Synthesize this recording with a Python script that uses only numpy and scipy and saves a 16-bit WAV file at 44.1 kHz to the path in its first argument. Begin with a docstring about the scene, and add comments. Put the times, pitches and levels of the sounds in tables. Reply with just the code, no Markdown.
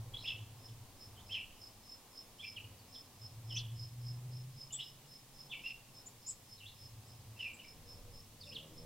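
"""Songbirds, cricket and a far road.

A songbird's syrinx whistles short slurred phrases from the trees round a bird bath, about one a second;
a small bird nearer by gives thin high calls. A cricket chirps steadily, rasping its wings.
Trunks and leaves scatter every note. Far behind the wood, two exhausts drone over tyre noise and hiss."""
import sys
import numpy as np
from scipy import signal
from scipy.fft import rfft, irfft
from scipy.io import wavfile

SR = 44100
rng = np.random.default_rng(int(sys.argv[2]) if len(sys.argv) > 2 else 0)


def materialize(psi):
    """Save the field psi as 16-bit PCM at rate SR to the path in sys.argv[1].

    A 1-D psi becomes a single channel; in a 2-D psi each row is a channel.
    """
    bounded = np.clip(np.atleast_2d(psi).T, -1, 1)
    quanta = np.round(bounded * 32767).astype(np.int16)
    wavfile.write(sys.argv[1], SR, quanta)


N = 390285
TIME_S = np.arange(N) / SR
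FREQ_HZ = np.maximum(np.arange(N // 2 + 1) * SR / N, 1)

# songbird notes: (start [s], length [s], first pitch [Hz], middle pitch [Hz], last pitch [Hz],
# relative level [dB], accent position [0-1])
SONG_NOTES = [ (.136, 0.013, 3170, 3285, 3350, -36.5, 0.9), (.156, 0.053, 3300, 3850, 4140, -48, 0.4),
              (.238, 0.031, 2850, 2706, 3830, -37, 0.6), (.274, 0.055, 3550, 2750, 2555, -34.5, 0.02),
              (.682, 0.015, 4730, 3340, 2940, -56, 0.55), (1.155, 0.057, 3500, 3060, 3850, -55.5, .55),
              (1.294, 0.047, 2510, 3127, 3240, -37, 0.82), (1.340, 0.051, 3200, 2670, 2423, -33, 0.03),
              (1.398, 0.0096, 2520, 2740, 2800, -37.5, 0.4), (2.384, 0.063, 2720, 3450, 2910, -47.5, 0.26),
              (2.424, 0.029, 2650, 2364, 2825, -40.5, 1), (2.472, 0.017, 2330, 2310, 2480, -46, .6),
              (2.560, 0.032, 3480, 2760, 2500, -39, 0.36), (2.770, 0.04, 4950, 4750, 4300, -64, 0.6),
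              (2.934, 0.032, 4500, 3650, 3050, -53.5, 0.8), (3.496, 0.039, 3530, 2993, 2910, -43, 0.47),
              (3.554, 0.022, 2570, 2840, 3820, -35.5, 0.83), (4.703, 0.012, 3150, 2950, 3100, -48, .5),
              (4.718, 0.042, 3310, 3550, 3030, -48.5, 0.5), (4.784, 0.032, 2710, 3290, 3960, -39.5, 0.22),
              (5.492, 0.027, 3200, 3590, 3400, -50.5, 0.65), (5.516, 0.038, 3400, 2390, 2420, -41, 0.07),
              (5.636, 0.046, 2590, 2747, 2690, -34.5, 0.67), (5.688, 0.038, 2700, 2695, 2600, -36.5, 0.5),
              (6.545, .050, 4900, 4230, 3640, -62, 0.95), (6.602, 0.044, 3050, 2720, 2880, -51.5, 0.02),
              (6.650, 0.038, 2890, 3630, 4530, -50.5, 0.33), (7.362, 0.047, 2670, 2710, 2920, -51, 0.4),
              (7.390, 0.0272, 3064, 2980, 2580, -35.5, 0.67), (7.420, 0.026, 2840, 2735, 2630, -34.5, 0.4),
              (7.444, 0.0617, 2680, 2444, 2403, -37, 0.06), (7.588, 0.0367, 2900, 2894, 2380, -46.5, 0.3),
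              (7.638, 0.021, 2380, 2370, 2320, -49, 0.61), (8.400, 0.023, 5200, 4820, 4150, -47, 0.6),
              (8.424, 0.025, 4110, 3710, 3700, -50, 0.56), (8.465, 0.021, 2890, 2615, 2500, -54, 0.4),
              (8.506, 0.029, 2550, 2770, 3400, -47, 0.74), (8.545, 0.031, 4500, 3494, 2700, -37.5, 0.73), ]
# share of the song sent into the trees as the head turns: (time [s], gain [dB])
HEAD_TURN = [(.2, 0.5), (1.35, -0.5), (2.5, 0.5), (3.55, 3.5), (4.75, 3), (5.51, 8.5), (5.55, 1),
             (5.65, -0.5), (5.72, -12.5), (6.6, 4.5), (7.45, -3), (8.5, -1)]
# small bird's calls: columns as SONG_NOTES
CALL_NOTES = [ (3.551, .048, 5500, 5910, 3550, -36, 0.34), (4.721, 0.048, 6770, 7650, 7880, -34, 0.22),
              (6.058, 0.027, 6900, 7140, 7240, -42, .43), (6.262, 0.037, 6800, 7250, 7940, -33, 0.67),
              (6.289, .024, 7610, 7680, 6250, -34.5, 0.31), (7.075, 0.022, 7760, 7800, 6300, -61, .3),
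              (7.530, 0.03, 7200, 7560, 8000, -52, .42), ]
# cricket chirps: (peak time [s], relative level [dB])
CRICKET_CHIRPS = [(.28, -52), (.66, -60), (1.03, -59.5), (1.33, -56), (1.65, -57.5), (1.91, -56.5),
                  (2.19, -56), (2.48, -52.5), (2.97, -55), (3.25, -58), (3.54, -52), (3.82, -54),
                  (4.08, -55), (4.36, -60), (4.61, -57), (4.86, -56.5), (5.14, -58.5), (5.41, -57),
                  (5.68, -58.5), (5.98, -63.5), (6.28, -58.5), (6.53, -61.5), (6.83, -58.5), (7.11, -63),
                  (7.42, -63.5), (7.69, -62), (7.92, -58), (8.18, -61.5), (8.49, -57), (8.78, -64)]
# far exhaust: (time [s], level [dB])
EXHAUST_LEVEL = [(0.0, -47.5), (0.29, -56.5), (0.39, -50), (0.67, -63), (0.71, -49.5), (1.01, -71),
                 (1.06, -56.5), (2.29, -75), (2.69, -55), (2.96, -69), (3.52, -44), (4.46, -47.5),
                 (4.68, -64.5), (6.16, -69.5), (7.22, -52.5), (7.64, -70.5), (7.84, -60.5), (8.85, -62.5)]
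# far exhaust: (time [s], firing rate [Hz])
EXHAUST_FIRING = [(0, 108.6), (.7, 113), (1.2, 95.4), (3.0, 107.7), (4.5, 126.7), (5.6, 135.3),
                  (6.2, 108.1), (7.3, 108.4), (7.9, 95), (8.85, 108)]
# approaching engine: (time [s], firing rate [Hz], relative level [dB])
ENGINE_APPROACH = [(6.0, 74.93, -83), (7.2, 76.1, -78.5), (7.75, 78.3, -71.5), (8.0, 82.3, -64.5),
                   (8.3, 76.4, -74.5), (8.5, 72.4, -63), (8.62, 76.9, -63.5), (8.85, 81.9, -59.5)]
# its pipe resonances: (centre [Hz], width per stage [Hz], gain [dB])
PIPE_MODES = [(162, 165, 0.5), (476.5, 122, -0.5)]
# far traffic and hiss: (frequency [Hz], relative density [dB])
AIR_SPECTRUM = [(59, -28), (100, 0), (132, -14.5), (181, -7.5), (248, -8), (319, -13), (497, -13.5),
                (668, -16), (742, -13.5), (917, -15), (1090, -15), (1400, -22.5), (2810, -19.5),
                (4660, -20), (15500, -25)]
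# their stereo width: (frequency [Hz], side minus mid [dB])
AIR_WIDTH = [(60, -19), (110, -16.5), (200, -20), (380, -13.5), (700, -13.5), (1290, -8), (2380, -5),
             (4400, -2), (8120, 0), (15000, 0.5)]
# far tyre noise: (time [s], relative level [dB])
TYRE_LEVEL = [(0.0, -63.5), (1.13, -67.5), (7.56, -69), (8.04, -65.5), (8.23, -69), (8.85, -67)]
# air moving past the microphone: (time [s], relative level [dB])
WIND_LEVEL = [(0.0, -68), (0.19, -57.5), (0.42, -73), (1.26, -68), (1.92, -73.5), (4.34, -71.5), (4.8, -72),
              (5.3, -71), (7.56, -76), (8.11, -58.5), (8.65, -73.5), (8.85, -54)]


def songbird(throat_hz=2000):
    """Song from up in the trees, rich in echoes; the small throat passes nothing low."""
    voice = undb(-4.5) * syrinx(SONG_NOTES, rise_db=16, fall_db=11, waver=0.026,
                                rasp_db=-20, rasp_hz=1140, octave_db=-32.5, edge_s=0.0013)
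    voice = shape(voice, 1 / np.sqrt(1 + (throat_hz / FREQ_HZ) ** 14))
    return wood(voice, pan_db=-1, near_db=0.5, near_t60_s=0.23, far_db=-12.5, far_t60_s=0.64,
                width=0.2, send=undb(curve(HEAD_TURN)), flicker_hz=91)


def small_bird():
    """Closer, buzzy high calls that die fast among the leaves."""
    voice = undb(-8) * syrinx(CALL_NOTES, rise_db=12, fall_db=4, waver=0.013,
                              rasp_db=-16, rasp_hz=1300, octave_db=-38, edge_s=0.0041)
    return wood(voice, pan_db=0, near_db=-5, near_t60_s=0.11, far_db=-23, far_t60_s=0.4, width=0.43)


def syrinx(notes, rise_db, fall_db, waver, rasp_db, rasp_hz, octave_db, edge_s):
    """One pitch arc per note, swelling to its accent: an unsteady, hoarse near-sine with a faint octave."""
    out = np.zeros(N)
    drift = 1 + waver * walk(303)
    hoarse = 1 + undb(rasp_db) * (rasp(rasp_hz) + 1j * rasp(rasp_hz))
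    for start_s, length_s, first_hz, middle_hz, last_hz, db, accent in notes:
        span = slice(int(start_s * SR), int((start_s + length_s) * SR))
        along = np.linspace(0, 1, span.stop - span.start)
        arc_hz = np.polyval(np.polyfit([0, .5, 1], [first_hz, middle_hz, last_hz], 2), along)
        phase = phase_rad(arc_hz * drift[span])
        swell_db = np.interp(along, [0, np.clip(accent, .05, .95), 1], [-rise_db, 0, -fall_db])
        to_edge_s = np.minimum(along, 1 - along) * length_s
        gate = np.sin(np.pi / 2 * np.clip(to_edge_s / edge_s, 0, 1)) ** 2
        tone = np.imag(hoarse[span] * np.exp(1j * phase)) + undb(octave_db) * np.sin(2 * phase)
        out[span] += np.sqrt(2) * gate * undb(db + swell_db) * tone
    return out


def cricket(tone_hz=5220, stroke_hz=53, swell_s=0.029, fade_s=0.019, sag_hz=130, wing_hz=5000):
    """Chirps are swelling runs of uneven wing strokes; each stroke sags in pitch, the file's teeth rasp."""
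    out = np.zeros(N)
    teeth = undb(-14) * noise(np.abs(resonance(wing_hz, width_hz=1100)) ** 3)
    jitter_hz = 30 * walk(120)
    pace_hz = stroke_hz * (1 + .14 * walk(25))
    for peak_s, db in CRICKET_CHIRPS:
        offset, detune, *strengths = rng.standard_normal(18)
        span = slice(max(int((peak_s - .12) * SR), 0), int((peak_s + .08) * SR))
        t = TIME_S[span] - peak_s
        stroke, along = np.divmod(np.cumsum(pace_hz[span]) / SR + offset, 1)
        stroke_db = 1.8 * np.take(strengths, stroke.astype(int), mode="wrap")
        pulses = undb(stroke_db) * np.sin(np.pi * along) ** 2
        swell = np.exp(-np.abs(t / np.where(t < 0, swell_s, fade_s)) ** 1.54 / 2)
        pitch_hz = tone_hz + 18 * detune + sag_hz * (.5 - along) + jitter_hz[span]
        out[span] += 2 * undb(db) * swell * pulses * (np.sin(phase_rad(pitch_hz)) + teeth[span])
    return wood(undb(-1.2) * out, pan_db=-1.5, near_db=2, near_t60_s=0.15,
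                far_db=-5.5, far_t60_s=0.23, width=0.22)


def wood(x, pan_db, near_db, near_t60_s, far_db, far_t60_s, width, send=1, flicker_hz=45):
    """Direct sound, separate echoes off near trunks, and a soft tail from the deep wood."""
    t = TIME_S[:SR]
    trunks = rng.standard_normal((2, SR)) * (rng.random(SR) < 2500 / SR)  # 2500 echoes/s
    trunks = trunks * (1 - np.exp(-t / 0.0013)) * undb(-60 * t / near_t60_s)
    tail = rng.standard_normal((2, SR)) * (1 - np.exp(-t / 0.032)) * undb(-60 * t / far_t60_s)
    mid, side = (undb(near_db) * unit(trunks) + undb(far_db) * unit(tail)) / np.sqrt(SR)
    echoes = signal.fftconvolve((x * send)[None], stereo(mid, width * side), axes=1)[:, :N]
    echoes *= unit(undb(1.8 * walk(flicker_hz)))  # flicker blurs their pitch
    return (x + echoes) * undb(np.array([[pan_db], [-pan_db]]) / 2)


def far_exhaust(blur_hz=24, rumble_hz=48):
    """Mainly the lowest note carries through the wood, over slight rumble; clear of its blur when loud."""
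    level_db = curve(EXHAUST_LEVEL)
    phase = phase_rad(curve(EXHAUST_FIRING) * (1 + 0.012 * walk(21.4)))
    harmonics = np.sin(phase) + undb(-28.5) * np.sin(2 * phase) + undb(-33.5) * np.sin(3 * phase)
    tone = np.sqrt(2) * harmonics * undb(2 * walk(8.8))
    blur = rasp(blur_hz) * np.sin(phase) + rasp(blur_hz) * np.cos(phase)
    tone_share = np.clip((level_db + 61.5) / 18, .1, .82)
    rumble = undb(-21) * noise(resonance(rumble_hz, width_hz=53))
    mid = np.sqrt(tone_share) * tone + np.sqrt(1 - tone_share) * blur + rumble
    return stereo(undb(level_db) * mid, 0)


def approaching_engine():
    """Uneven firing harmonics and noise through two pipe resonances, far up the road."""
    phase = phase_rad(curve(ENGINE_APPROACH) * (1 + 0.0103 * walk(16.3)))
    firing = sum(np.sin(k * phase) * undb(4.7 * walk(11.5)) for k in range(1, 9))
    pipe = sum(undb(db) * resonance(hz, width_hz) ** 2 for hz, width_hz, db in PIPE_MODES)
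    mid = unit(shape(firing, pipe)) + .45 * noise(pipe)
    return stereo(mid * undb(curve(ENGINE_APPROACH, column=2) + 2), 0)


def road_and_hiss(bed_db=-62.5, low_cut_hz=95, tyre_top_hz=1500):
    """Far tyres swell under an even hiss; narrow in the bass, wide in the treble."""
    spectrum = colour(AIR_SPECTRUM) / np.sqrt(1 + (low_cut_hz / FREQ_HZ) ** 8)
    bed = undb(bed_db) * stereo(noise(spectrum), shape(noise(spectrum), colour(AIR_WIDTH)))
    tyres = shape(bed, 1 / (1 + (FREQ_HZ / tyre_top_hz) ** 4))
    tyre_db = curve(TYRE_LEVEL)
    swell = undb(tyre_db - tyre_db.mean() + 1.45 + 1.2 * walk(3))
    return bed + tyres * (swell - 1)


def wind(low_cut_hz=9, top_hz=42):
    """Slow air rumbles past the microphone."""
    band = 1 / (1 + (FREQ_HZ / top_hz) ** 4) * FREQ_HZ / (FREQ_HZ + low_cut_hz)
    gusts = undb(curve(WIND_LEVEL) + 2.1 + 2.2 * walk(4.6))
    return gusts * stereo(noise(band), 0.3 * noise(band))


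def undb(db):
    """Decibels to gain."""
    return 10 ** (np.asarray(db) / 20)


def unit(x):
    """Scale to rms 1."""
    return x / np.sqrt(np.mean(x ** 2))


def phase_rad(hz):
    """Running phase of a varying frequency."""
    return 2 * np.pi * np.cumsum(hz) / SR


def curve(rows, column=1):
    """Table column, linear in time."""
    rows = np.array(rows)
    return np.interp(TIME_S, rows[:, 0], rows[:, column])


def colour(points):
    """Gain per bin from (frequency [Hz], gain [dB])."""
    hz, db = np.transpose(points)
    return undb(np.interp(np.log(FREQ_HZ), np.log(hz), db))


def resonance(hz, width_hz):
    """Complex gain per bin of one resonance."""
    return 1 / (1 + 1j * hz / width_hz * (FREQ_HZ / hz - hz / FREQ_HZ))


def shape(x, gain):
    """Filter by a gain per bin."""
    return irfft(rfft(x) * gain, N)


def noise(gain):
    """Coloured noise, rms 1."""
    return unit(shape(rng.standard_normal(N), gain))


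def walk(rate_hz):
    """Smooth random drift, rms 1."""
    return noise(np.exp(-(FREQ_HZ / rate_hz) ** 2))


def rasp(width_hz):
    """Random modulator that spreads a noise skirt round a tone."""
    return noise(1 / (1 + (FREQ_HZ / width_hz) ** 3))


def stereo(mid, side):
    """Mid/side to left/right."""
    return np.array([mid + side, mid - side])


def scene():
    """Birds and cricket over the distant road."""
    animals = songbird() + small_bird() + cricket()
    return animals + far_exhaust() + approaching_engine() + road_and_hiss() + wind()


def record(dry, top_hz=15850):
    """Steep low-pass."""
    return signal.sosfilt(signal.ellip(10, .1, 70, top_hz, fs=SR, output="sos"), dry)


dry = scene()
out = record(dry)
materialize(out)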